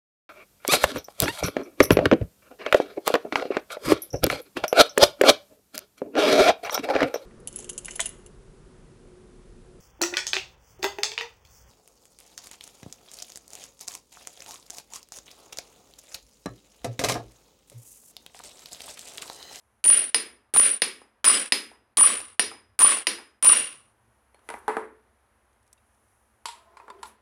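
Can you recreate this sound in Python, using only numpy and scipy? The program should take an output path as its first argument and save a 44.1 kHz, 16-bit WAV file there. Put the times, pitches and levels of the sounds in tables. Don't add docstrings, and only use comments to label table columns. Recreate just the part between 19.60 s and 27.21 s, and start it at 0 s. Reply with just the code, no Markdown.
import sys
import numpy as np
from scipy import signal
from scipy.fft import rfft, irfft, next_fast_len
from scipy.io import wavfile
from scipy.ndimage import uniform_filter1d, minimum_filter1d

SR = 44100
rng = np.random.default_rng(int(sys.argv[2]) if len(sys.argv) > 2 else 0)


def elevation(decibels):
    levels = np.asarray(decibels, float)
    return 10 ** (levels / 20)


def wav_record(signal):
    frames = np.transpose(np.atleast_2d(signal))
    bounded = np.clip(frames, -1, 1)
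    quanta = np.round(bounded * 32767).astype(np.int16)
    wavfile.write(sys.argv[1], SR, quanta)


N = 335601

# t/s, clatter level/dB, housing boom level/dB, thump level/dB
BLOWS = [
    (0.241, -32.5, -46, -45),
    (0.938, -31, -40, -45),
    (1.643, -26, -32, -40),
    (2.371, -30, -32.5, -43),
    (3.19, -28.5, -29, -42.5),
    (3.826, -29, -33.5, -43),
]
# time until the tone has broken up/s, treble loss/(dB per s), speed of dying,
# head level over clatter/dB, housing wall level over clatter/dB
BLOW_RINGS = [
    (0.078, 200, 1.1, -16, -10),
    (0.06, 180, 1.1, -16, -16),
    (0.027, 60, 1.2, -8.5, -16),
    (0.051, 45, 1.116, -11.5, -12.5),
    (0.04, 90, 1.16, -12.5, -12.5),
    (0.044, 120, 1.12, -8.5, -3),
]
SWELL_STARTS = [.002, 0.0066, 0.029, 0.0075, .008, 0.0014]
# level of the first, second and third mode/dB
HEAD_STRENGTHS = [(-1.5, 1.5, 1), (-5.5, 5.5, 1.5), (4, -4, 3.5), (-3.5, 0, 8), (0, -5, 5), (-7.5, 2.5, 2)]
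# t/s, level/dB
SHAFT_LEVELS = [
    [(0.243, -19), (0.291, -9.5), (0.347, -14.5), (0.353, -27.5), (0.365, -17.5), (0.497, -37.5),
     (0.53, -55.5)],
    [(0.94, -21.5), (0.984, -10.5), (1.138, -25.5), (1.2, -47)],
    [(1.645, -21.5), (1.653, -18), (1.691, -13), (1.739, -25), (1.825, -35), (1.853, -47.5), (1.869, -44),
     (1.9, -58)],
    [(2.373, -20.5), (2.377, -17), (2.429, -9), (2.453, -15), (2.463, -9), (2.475, -20.5), (2.631, -43),
     (2.78, -69.5)],
    [(3.192, -19), (3.242, -7.5), (3.264, -18.5), (3.274, -10.5), (3.284, -21.5), (3.314, -18.5),
     (3.32, -27), (3.364, -29), (3.45, -53.5)],
    [(3.828, -20), (3.884, -8), (3.914, -17), (3.92, -10.5), (3.958, -29.5), (3.974, -22), (4.166, -57),
     (4.3, -73)],
]
# first level/dB, swell/s, hold/s, fall/(dB per s)
CLATTER_SHAPE = (-1, 0.0816, 0.0579, 129)
BOOM_SHAPE = (-4.5, 0.01, 0.04, 92)
THUMP_SHAPE = (0, .05, .11, 125)


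def heavy_blows():
    out = np.zeros(N)
    for levels, blow, ringing, swell_start_s, modes_db in zip(SHAFT_LEVELS, BLOWS, BLOW_RINGS,
                                                             SWELL_STARTS, HEAD_STRENGTHS):
        start, clatter_db, boom_db, thump_db = blow
        breakup_s, treble_loss_db, speed, head_db, wall_db = ringing
        until_taps = [tap[0] - start for tap in TAPS if tap[0] > start]
        age = np.arange(0, min([.5] + until_taps), 1 / SR)
        echo_age = age + 2 * swell_start_s
        held, duck_db = squeeze(start + age)

        gaps = 1 - .4 * np.exp(-(echo_age / .06) ** 2)
        clatter = housing_clatter(age, gaps, treble_loss_db, head_db, wall_db, modes_db)
        boom = gaps * evened(resonate_twice(rng.standard_normal(len(age)), 1130, 350))
        thump = evened(band(rng.standard_normal(len(age)), 130, 680))

        sound = shaft_ring(start, age, echo_age, held, levels, breakup_s)
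        for layer, db, rule in [(clatter, clatter_db, CLATTER_SHAPE), (boom, boom_db, BOOM_SHAPE),
                                (thump, thump_db, THUMP_SHAPE)]:
            sound += elevation(db + duck_db + swell_and_fall(age + swell_start_s, *rule, speed)) * layer
        fade = np.clip(np.minimum(age / .001, (age[-1] - age) / .0018), 0, 1)
        add(out, start, fade * sound)
    return out


def swell_and_fall(age, first_db, swell_s, hold_s, fall_db, speed):
    swell = first_db * np.clip(1 - age / swell_s, 0, 2)
    return swell - speed * fall_db * np.maximum(age - swell_s - hold_s, 0)


# t/s, peak level/dB, low share/dB, top share/dB
JUMPS = [(0.2408, -18.5, -25, -13), (0.2524, -24, -13, -15.5), (0.2598, -21.5, -2, -6),
         (0.2817, -20, -33, -23), (0.3006, -20, -17, -23), (0.3036, -21, -23, -28), (0.3242, -33, -21, -22),
         (0.4228, -43, 6, -30), (0.9381, -22, -9.5, -9), (0.9476, -24, 1, -15), (0.9628, -19, 0.5, -12),
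         (0.9714, -16.5, -15, -9), (0.9974, -16.5, -8.5, -13), (1.6432, -11, -15, -17.5),
         (1.6524, -12, -15.5, -12), (1.7234, -32, -10, -14), (2.371, -14, -16.5, -12),
         (2.3745, -18, -25, -12), (2.3834, -15, -9, -11), (2.4105, -18, -13, -6), (2.4378, -27, -14, -24),
         (2.6028, -35, -12, -14), (3.1911, -16.5, -10, -8.5), (3.2035, -18.5, -15.5, -11),
         (3.2095, -15.5, -17, -14), (3.2205, -14.5, -21, -10), (3.2472, -22.5, -8.5, -27.5),
         (3.3723, -28, -5, -9), (3.8255, -19, -13, -11), (3.847, -14, -15.5, -8),
         (3.863, -16.5, -16, -19.5), (3.891, -20.5, -7.5, -15)]


def shaft_ring(start, age, echo_age, held, levels, breakup_s):
    hz = 9470
    pure_s = .045
    rough = np.clip((echo_age - pure_s) / breakup_s, 0, 1) ** 2 * 0.87
    width_hz = 190 * np.sqrt(0.049 / breakup_s)
    echoes = evened(resonate_twice(rng.standard_normal(len(age)), hz, width_hz))
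    halo = evened(resonate_twice(rng.standard_normal(len(age)), 9750, 1200))
    tone = np.sqrt(2) * np.sin(2 * np.pi * hz * age)
    echoes = evened(echoes + .2 * halo) + 1.6 * held * tone

    power = abs(signal.hilbert(echoes)) ** 2 / 2 + .06
    flatness = np.maximum(1 - rough, held)
    shaft = echoes / power ** (flatness / 2) * elevation(np.interp(start + age, *np.transpose(levels)))
    notch_s = .0026
    for s, *_ in JUMPS:
        if s > start + .004:
            shaft = shaft * (1 - .6 * np.exp(-((start + age - s - notch_s) / notch_s) ** 2))
    return shaft


# f/Hz, level/dB per Hz
CLATTER = [(88, -78.5), (150, -49.5), (209, -29), (559, -16.5), (766, -30.5), (1090, -24.5), (1440, -12.5),
           (2750, -12), (5790, -21.5), (6140, -27), (8250, -19.5), (9650, -4), (10900, -24.5),
           (16400, -63.5)]
# f/Hz, level/dB, t60/s
HEAD = [(5033, 0, .36), (5658, 0, .26), (7855, -12, .12), (4344, -4, .3), (5052, -5, .36)]


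def housing_clatter(age, gaps, treble_loss_db, head_db, wall_db, modes_db):
    lumps = elevation(2 * evened(uniform_filter1d(rng.standard_normal(len(age)), 200)))
    clatter = colour(rng.standard_normal(len(age)), CLATTER) * lumps
    clatter /= band_rms(clatter, 1500, 7500)
    strike = rng.standard_normal(len(age))
    for (hz, *_), db in zip(HEAD, modes_db):
        clatter += elevation(head_db + db - 40 * age) * evened(resonate(strike, hz, 18))
    treble = colour(clatter, [(10800, -50), (12500, 0)])
    wall = elevation(wall_db) * evened(resonate(strike, 2800, 150))
    return gaps * (clatter - treble + wall) + treble * elevation(6 - treble_loss_db * age)


# t/s, length/s, duck level/dB
SQUEEZES = [(0.242, 0.0078, -5.5), (.265, 0.014, -7.5), (0.285, 0.012, -8), (.31, 0.01, -5),
            (0.954, .008, -5.5), (0.976, 0.015, -4), (1.003, 0.0089, -8), (1.647, 0.0045, -5.5),
            (1.653, 0.0056, -3), (2.373, .007, -5), (2.401, 0.006, -0.5), (2.415, 0.017, -7),
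            (2.46, 0.0083, -3), (3.195, .007, -5), (3.237, .01, -8.5), (3.27, 0.0058, -2.5),
            (3.832, .011, -4.5), (3.858, 0.0056, -2.5), (3.875, 0.014, -8), (3.915, .006, -1.5)]


def squeeze(t):
    held = [np.clip(np.minimum(t - s, s + length_s - t) / .0012, 0, 1) for s, length_s, _ in SQUEEZES]
    return np.max(held, axis=0), np.transpose(SQUEEZES)[2] @ held


# f/Hz, level/dB per Hz
JUMP_COLOUR = [(150, -3.5), (1000, -0.5), (2500, -5.5), (6000, -7), (10000, 7.5), (12000, -4), (16000, -12)]


def housing_jumps():
    return dry_cracks(JUMPS, JUMP_COLOUR, t60=.016, low_offset_db=8.3, top_offset_db=3)


# t/s, peak level/dB, f/Hz
CLANGS = [(0.3016, -31.5, 1130), (0.9694, -29, 1080), (0.9974, -24.5, 1073), (1.6753, -23, 1301),
          (1.6997, -19.5, 1140), (2.3839, -27, 1100), (2.4097, -19, 987), (2.4384, -19, 1134),
          (2.5019, -27.5, 1100), (3.218, -19, 1023), (3.248, -17.5, 1080), (3.3207, -24.5, 1110),
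          (3.8506, -25.5, 1000), (3.868, -25.5, 991), (3.898, -19.5, 1150), (3.929, -24, 994)]
# t/s, level/dB, f/Hz, t60/s
PINGS = [(1.651, -22, 2150, 0.017), (2.397, -26.5, 1900, .03), (2.915, -34.5, 1256, 0.025),
         (3.216, -23.5, 1850, 0.029), (3.23, -26.5, 2720, .03), (4.889, -35.5, 2000, 0.042),
         (4.9, -33.5, 939, 0.16), (4.942, -38, 2000, .04), (5.081, -23, 826, .09), (5.083, -28, 436.4, .3),
         (5.084, -29, 950, 0.19), (5.17, -27, 1265, .06), (5.171, -27.5, 436, 0.37),
         (5.171, -30.5, 850, .1), (6.857, -39.5, 960, 0.33), (6.886, -42, 940, 0.28),
         (7.2, -47, 1005, 0.17), (7.301, -42, 998, .15), (7.431, -40.5, 847, 0.13), (7.433, -46, 1400, .1),
         (6.177, -62.5, 2700, .06), (6.178, -66, 3750, .05), (7.171, -51, 2400, .03),
         (7.176, -62, 5100, .05), (7.2, -48, 2500, .03), (7.302, -55, 4670, .06), (7.301, -51, 3600, .05),
         (7.388, -63, 3200, .05), (7.433, -52, 5300, .04), (7.458, -53, 7840, .06),
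         (7.463, -58.5, 5500, .04), (7.458, -56, 3700, .04), (7.492, -62, 3800, .04)]


def clangs_and_pings():
    out = np.zeros(N)
    t60 = .055
    for s, db, hz in CLANGS:
        add(out, s, elevation(db + .5) * ring([(hz, 0, t60), (hz * 1.09, -6, t60), (2800, -10, .04)]))
    for s, db, hz, ping_t60 in PINGS:
        add(out, s, elevation(db) * ring([(hz, 0, ping_t60)]))
    duck_db = squeeze(np.arange(N) / SR)[1]
    return out * elevation(duck_db) + elevation(-24) * room(out)


# t/s, peak level/dB, ring level/dB, low share/dB, treble share/dB
TAPS = [
    (0.545, -3.5, -8.5, -18, -4.5),
    (1.2195, -3, -14, -18, -7),
    (1.9218, -1, -18.5, -17.5, -4),
    (2.795, -3, -11, -16, -9.5),
    (3.4694, -2.5, -17, -17.5, -6.5),
]
# quick chime level/dB, lasting chime level/dB, upper chime level/dB
CHIMES = [(-20.5, -39, -39.5), (-19.5, -39, -42), (-17, -35.5, -39.5), (-26.5, -33.5, -30),
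          (-24.5, -36, -32.5)]
# f/Hz, level/dB per Hz
TAP_COLOUR = [(88, -46), (150, -9), (451, 1.5), (629, -8.5), (1410, -11.5), (1850, -6), (4670, -6.5),
              (4950, -5), (6140, -16), (8410, -17.5), (9650, -4.5), (12500, -22), (15500, -38),
              (16400, -45)]
# f/Hz, level/dB, t60/s
SHAFT = [(9470, 2.5, 0.096), (9478, -9.5, .3), (9430, -3.5, .12), (9911, -3, .05), (9680, -5, .06)]
# f/Hz, level/dB, t60/s
HOUSING = [(438, -16, .05), (1005, -2.5, 0.059), (1855, -4, .1), (1990, -8, 0.12), (2267, -6, .2),
           (2406, -3.5, .06), (2650, -5.5, .15), (2890, 3, 0.045)]
# f/Hz, level/dB, t60/s
GRIPPED_HEAD = [(5028, 0, .1), (4300, -9.5, .15)]


def light_taps():
    cracks, rings = np.zeros((2, N))
    click = [(2900, 0, .006), (1934, -5.5, .01), (3800, -6.5, .008)]
    for (s, db, ring_db, low_db, top_db), (quick_db, lasting_db, upper_db) in zip(TAPS, CHIMES):
        add(cracks, s, elevation(db - 2) * ring(click))
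        add(cracks, s, elevation(db - 10) * crack(TAP_COLOUR, .024, 930, low_db + 12, 12000, top_db, echo_db=-13))
        add(rings, s, elevation(db + ring_db - 4) * ring(SHAFT))
        add(rings, s, elevation(quick_db) * ring(GRIPPED_HEAD))
        add(rings, s, elevation(lasting_db) * ring(HEAD[:1] + HEAD[2:]))
        add(rings, s, elevation(upper_db) * ring(HEAD[1:2]))
        add(rings, s, elevation(db - 24) * ring(HOUSING))
    return cracks + rings + elevation(-12) * room(rings)


# t/s, peak level/dB, bright share/dB, low share/dB, echo level/dB
THUDS = [(0.664, -46.5, -16.5, -7.5, -5), (1.417, -44, -12.5, -8.5, -14.5), (2.116, -44.5, -20.5, -11, -10),
         (2.915, -32, -19.5, -16.5, -15), (3.584, -35, -16.5, -23.5, -11.5),
         (4.745, -46.5, -13, -11.5, -13.5), (4.792, -58, -4.5, -11, -17), (4.889, -26, -12.5, -17, -15),
         (4.902, -24, -16, -18.5, -15.5), (4.94, -24.5, -27, -12.5, -18), (5.08, -13, -22.5, -15, -12),
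         (5.093, -20.5, -23, -2, -22), (5.168, -17.5, -23.5, -9, -13)]
# f/Hz, level/dB per Hz
THUD_COLOUR = [(150, -26), (210, -15), (425, -2), (680, -10), (950, -5), (1300, -11), (2400, -18.5),
               (3600, -24), (6500, -35), (8500, -26.5), (10300, -17.5), (11500, -38.5), (16400, -53)]
# f/Hz, level/dB, t60/s
HANDLE = [(436, -4, .2), (820, 0, .12), (968, -6, .12), (1290, -8, .12), (1567, -12, .1), (2300, -10, .08)]


def hammer_thuds():
    out = knocks(THUDS, THUD_COLOUR, HANDLE, t60=.023, ring_db=-14.5, low_offset_db=7.6, bright_offset_db=12)
    add(out, THUDS[5][0], elevation(-56) * ring(GRIPPED_HEAD[1:]))
    return out


# t/s, peak level/dB, bright share/dB, low share/dB, echo level/dB
KNOCKS = [
    (6.856, -28.5, 4.5, -39.5, -12),
    (6.885, -31.5, -5, -27, -11.5),
    (7.128, -59, -20.5, -9, -8),
    (7.17, -37, -13.5, -20, -12),
    (7.2, -39, -25, -14, -15),
    (7.28, -32.5, -26, -12, -24),
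    (7.301, -32.5, -16.5, -15, -28),
    (7.393, -53, -13, 3.5, -11),
    (7.43, -28, -7, -33, -17.5),
    (7.456, -43, -4, -20, -28),
]
# f/Hz, level/dB per Hz
KNOCK_COLOUR = [(150, -39), (440, -22.5), (750, -16.5), (970, -1.5), (1400, -22), (2100, -18),
                (4400, -15.5), (6400, -25.5), (7750, -17.5), (8700, -27.5), (9800, -17), (11500, -32),
                (16400, -60.5)]
# f/Hz, level/dB, t60/s
GEAR = [(961, -10, 0.21), (921, 6, 0.13), (449, -11, 0.2), (1406, 2, 0.096)]


def gear_knocks():
    return knocks(KNOCKS, KNOCK_COLOUR, GEAR, t60=.036, ring_db=-16, low_offset_db=18, bright_offset_db=2.3)


# t/s, peak level/dB, low share/dB, top share/dB
TICKS = [(4.9894, -55.5, 7, 15), (5.93, -65, -5, -2.5), (6.0287, -66, -3, -1.5), (6.066, -66, -2, 0),
         (6.0774, -61.5, 0.5, -2), (6.129, -45, -12, 2.5), (6.1796, -64, -14, -10), (6.3465, -65, 1, -5),
         (7.3876, -66, 20.5, 1)]
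# f/Hz, level/dB per Hz
TICK_COLOUR = [(150, -4), (3000, -3.5), (7000, 0), (10000, 2), (12500, -16), (16000, -22)]


def finger_ticks():
    return dry_cracks(TICKS, TICK_COLOUR, t60=.023, low_offset_db=0, top_offset_db=4.5)


# t/s, low tone level/dB, upper tones level/dB
RUB = [(6.95, -70, -58), (7.04, -78, -61), (7.174, -64.5, -60.5), (7.342, -59, -55.5), (7.372, -57, -59),
       (7.494, -67.5, -70), (7.61, -78.5, -68)]
# f/Hz, level/dB
RUB_TONES = [(680, 4), (870, 1), (1030, 5), (1270, -3), (1420, -27)]


def gear_rub():
    out = np.zeros(N)
    s, low_db, upper_db = np.transpose(RUB)
    t = np.arange(s[0], s[-1], 1 / SR)
    noise = rng.standard_normal(len(t))
    upper = evened(sum(elevation(db) * resonate(noise, hz, 29.1) for hz, db in RUB_TONES))
    low = evened(resonate(resonate(noise, 400, 83), 400, 82))
    add(out, s[0], elevation(np.interp(t, s, low_db)) * low + elevation(np.interp(t, s, upper_db) - 1.5) * upper)
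    return out


SHAKES = [-43.5, -43, -49, -47.5, -50, -48]


def floor_shake():
    out = np.zeros(N)
    t = np.arange(SR // 4) / SR
    for (s, *_), db in zip(BLOWS, SHAKES):
        envelope = elevation(db - 60 * t / .19) * (1 - np.exp(-t / .0072))
        add(out, s, envelope * evened(band(rng.standard_normal(len(t)), 30, 130)))
    return out


# middle t/s, half length/s, lift of the air/dB, lift of its top/dB
BRUSHES = [
    (0, .6, -2.5, 9),
    (4.55, 1, 0.5, 6.5),
    (4.945, .14, 11.5, 8.5),
    (5.15, 0.14, 16, -1),
    (5.6, 0.52, -0.5, 5),
    (6.506, 0.85, -1.5, 11.5),
    (7.351, .12, 5, -1),
    (7.476, 0.096, 10, 17),
]
# f/Hz, level/dB per Hz
AIR = [(15, -44.5), (25, -27), (65, -6.5), (111, -16), (146, -53.5), (213, -5), (258, -16), (508, -13),
       (949, -12), (1630, -16), (3400, -29), (7880, -41), (10100, -27), (15100, -54), (16400, -54.5)]


def workshop_air():
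    t = np.arange(N) / SR
    near = [np.clip(1 - abs(t - s) / half_s, 0, 1) for s, half_s, *_ in BRUSHES]
    lift_db, rustle_db = np.transpose(BRUSHES)[2:] @ near
    noise = colour(rng.standard_normal(N), AIR)
    noise /= band_rms(noise, 370, 2000)
    top = colour(noise, [(3500, -40), (6000, 0)])
    return elevation(-70 - 2 * gain_held() + lift_db) * (noise - top + top * elevation(rustle_db))


RECOVER_S = (3.97, 5.5)


def gain_held():
    return np.interp(np.arange(N) / SR, RECOVER_S, [1, 0])


# f/Hz, level/dB
HUM = [(64.6, -75)]


def hum():
    held = gain_held()
    return sum(elevation(db - 5.5 * held) * evened(resonate(rng.standard_normal(N), hz, 6)) for hz, db in HUM)


# t/s, length/s, from f/Hz, to f/Hz, level/dB
ENGINE = [
    (2.451, 1.17, 78.6, 108.7, -70),
    (3.9, 0.43, 122.5, 152, -68),
    (4.25, 0.37, 112, 107, -73.5),
    (5.9, 0.66, 104, 92, -80),
]


def rumble_and_engine():
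    low = elevation(-83.5) * evened(resonate_twice(rng.standard_normal(N), 108, 35))
    for s, length_s, from_hz, to_hz, db in ENGINE:
        u = np.arange(0, length_s, 1 / SR) / length_s
        hz = from_hz + (to_hz - from_hz) * u
        note = evened(resonate(rng.standard_normal(len(u)), hz, 7.8))
        add(low, s, elevation(db) * np.sin(np.pi * u) ** .5 * note)
    return low


def dry_cracks(events, spectrum, t60, low_offset_db, top_offset_db):
    out = np.zeros(N)
    for s, db, low_db, top_db in events:
        burst = crack(spectrum, t60, 1600, low_db + low_offset_db, 7400, top_db + top_offset_db)
        add(out, s, elevation(db - 4.5) * burst)
    return out


def knocks(events, spectrum, modes, t60, ring_db, low_offset_db, bright_offset_db):
    out = np.zeros(N)
    for s, db, bright_db, low_db, echo_db in events:
        burst = crack(spectrum, t60, 650, low_db + low_offset_db, 2500, bright_db + bright_offset_db, echo_db)
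        add(out, s, elevation(db - 3.5) * burst)
        detuned = [(hz * rng.uniform(.96, 1.03), *rest) for hz, *rest in modes]
        add(out, s, elevation(db + ring_db) * ring(detuned))
    return out


def ring(modes):
    t = np.arange(SR // 2) / SR
    out = np.zeros(len(t))
    for hz, db, t60 in modes:
        weaker, phase = rng.random(2)
        out += elevation(db - 1.4 * weaker - 60 * t / t60) * np.sin(2 * np.pi * (hz * t + phase / 2))
    return out * (1 - np.exp(-t / .00015))


def crack(spectrum, t60, low_hz, low_db, high_hz, high_db, echo_db=-90):
    t = np.arange(SR // 2) / SR
    tilt = [(low_hz * .75, low_db), (low_hz * 1.2, 0), (high_hz * .8, 0), (high_hz * 1.2, high_db)]
    noise = colour(colour(rng.standard_normal(len(t)), spectrum), tilt)
    noise /= band_rms(noise, low_hz, high_hz)
    burst = noise * elevation(-60 * t / max(t60, .004)) * (1 - np.exp(-t / .00011))
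    if echo_db < -60:
        return burst
    echoes = die_by_band(noise[::-1])[:len(t)]
    return burst + elevation(echo_db) * echoes * (1 - np.exp(-t / .006))


def room(x):
    echoes = np.zeros(SR // 2)
    at = np.arange(300, len(echoes) - 20, 20)
    echoes[at + rng.integers(0, 20, len(at))] = rng.choice([-1., 1.], len(at))
    tail = die_by_band(echoes)
    return signal.fftconvolve(x, tail / np.linalg.norm(tail))[:N]


# f/Hz, t60/s
ROOM = [(250, 0.53), (660, 0.3), (1740, 0.41), (4590, 0.29), (12100, 0.32)]


def die_by_band(x):
    hz, t, z = signal.stft(x, SR, nperseg=256)
    decay = elevation(-60 * t / read(ROOM, hz)[:, None])
    return signal.istft(z * decay, SR, nperseg=256)[1]


def resonate(x, hz, width_hz):
    turn = np.exp(2j * np.pi * np.cumsum(hz * np.ones(len(x))) / SR)
    r = np.exp(-np.pi * width_hz / SR)
    return 2 * (turn * signal.lfilter([1 - r], [1, -r], x / turn)).real


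def resonate_twice(x, hz, width_hz):
    return resonate(resonate(x, hz, width_hz), hz, width_hz)


def colour(x, spectrum):
    size = next_fast_len(len(x))
    gain = elevation(read(spectrum, np.fft.rfftfreq(size, 1 / SR)))
    return irfft(rfft(x, size) * gain, size)[:len(x)]


def read(points, hz):
    f, value = np.transpose(points)
    return np.interp(np.log(hz + 1), np.log(f + 1), value)


def band(x, lo_hz, hi_hz):
    return signal.sosfilt(signal.butter(2, [lo_hz, hi_hz], "bandpass", fs=SR, output="sos"), x)


def band_rms(x, lo_hz, hi_hz):
    return np.std(band(x, lo_hz, hi_hz))


def evened(x):
    return x / np.sqrt(np.mean(x ** 2) + 1e-20)


def add(mix, s, sound):
    part = mix[round(s * SR):][:len(sound)]
    part += sound[:len(part)]


# f/Hz, level/dB
HITS_TOP = [(15900, 0), (16300, -35), (17000, -60)]
# f/Hz, level/dB
GAP = [(130, 2), (150, -11.5), (180, -9.5), (200, 0.5)]


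def scene():
    hits = heavy_blows() + housing_jumps() + clangs_and_pings() + light_taps()
    hits += hammer_thuds() + gear_knocks() + finger_ticks() + gear_rub()
    low_cut = signal.cheby2(6, 30, 158, "highpass", fs=SR, output="sos")
    hits = signal.sosfilt(low_cut, hits)
    background = workshop_air() + hum() + rumble_and_engine()
    return (colour(hits, HITS_TOP) + floor_shake() + colour(background, GAP))[None]


def dip(events, depth_db, ahead_s):
    t = np.arange(N) / SR
    return sum(depth_db * np.clip(1 - (s - t) / ahead_s, 0, 1) ** .5 * (t < s) for s, *_ in events)


def roll_off(x):
    return signal.sosfilt(signal.butter(12, 16990, fs=SR, output="sos"), x)


def record(dry):
    dip_db = dip(BLOWS, 8, .034) + dip(TAPS, 14, .045)
    cap = minimum_filter1d(np.minimum(1, .66 / (abs(dry) + 1e-9)), size=61)
    mix = dry * elevation(-dip_db) * uniform_filter1d(cap, size=31)
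    return roll_off(mix)


dry = scene()
out = record(dry)
wav_record(out)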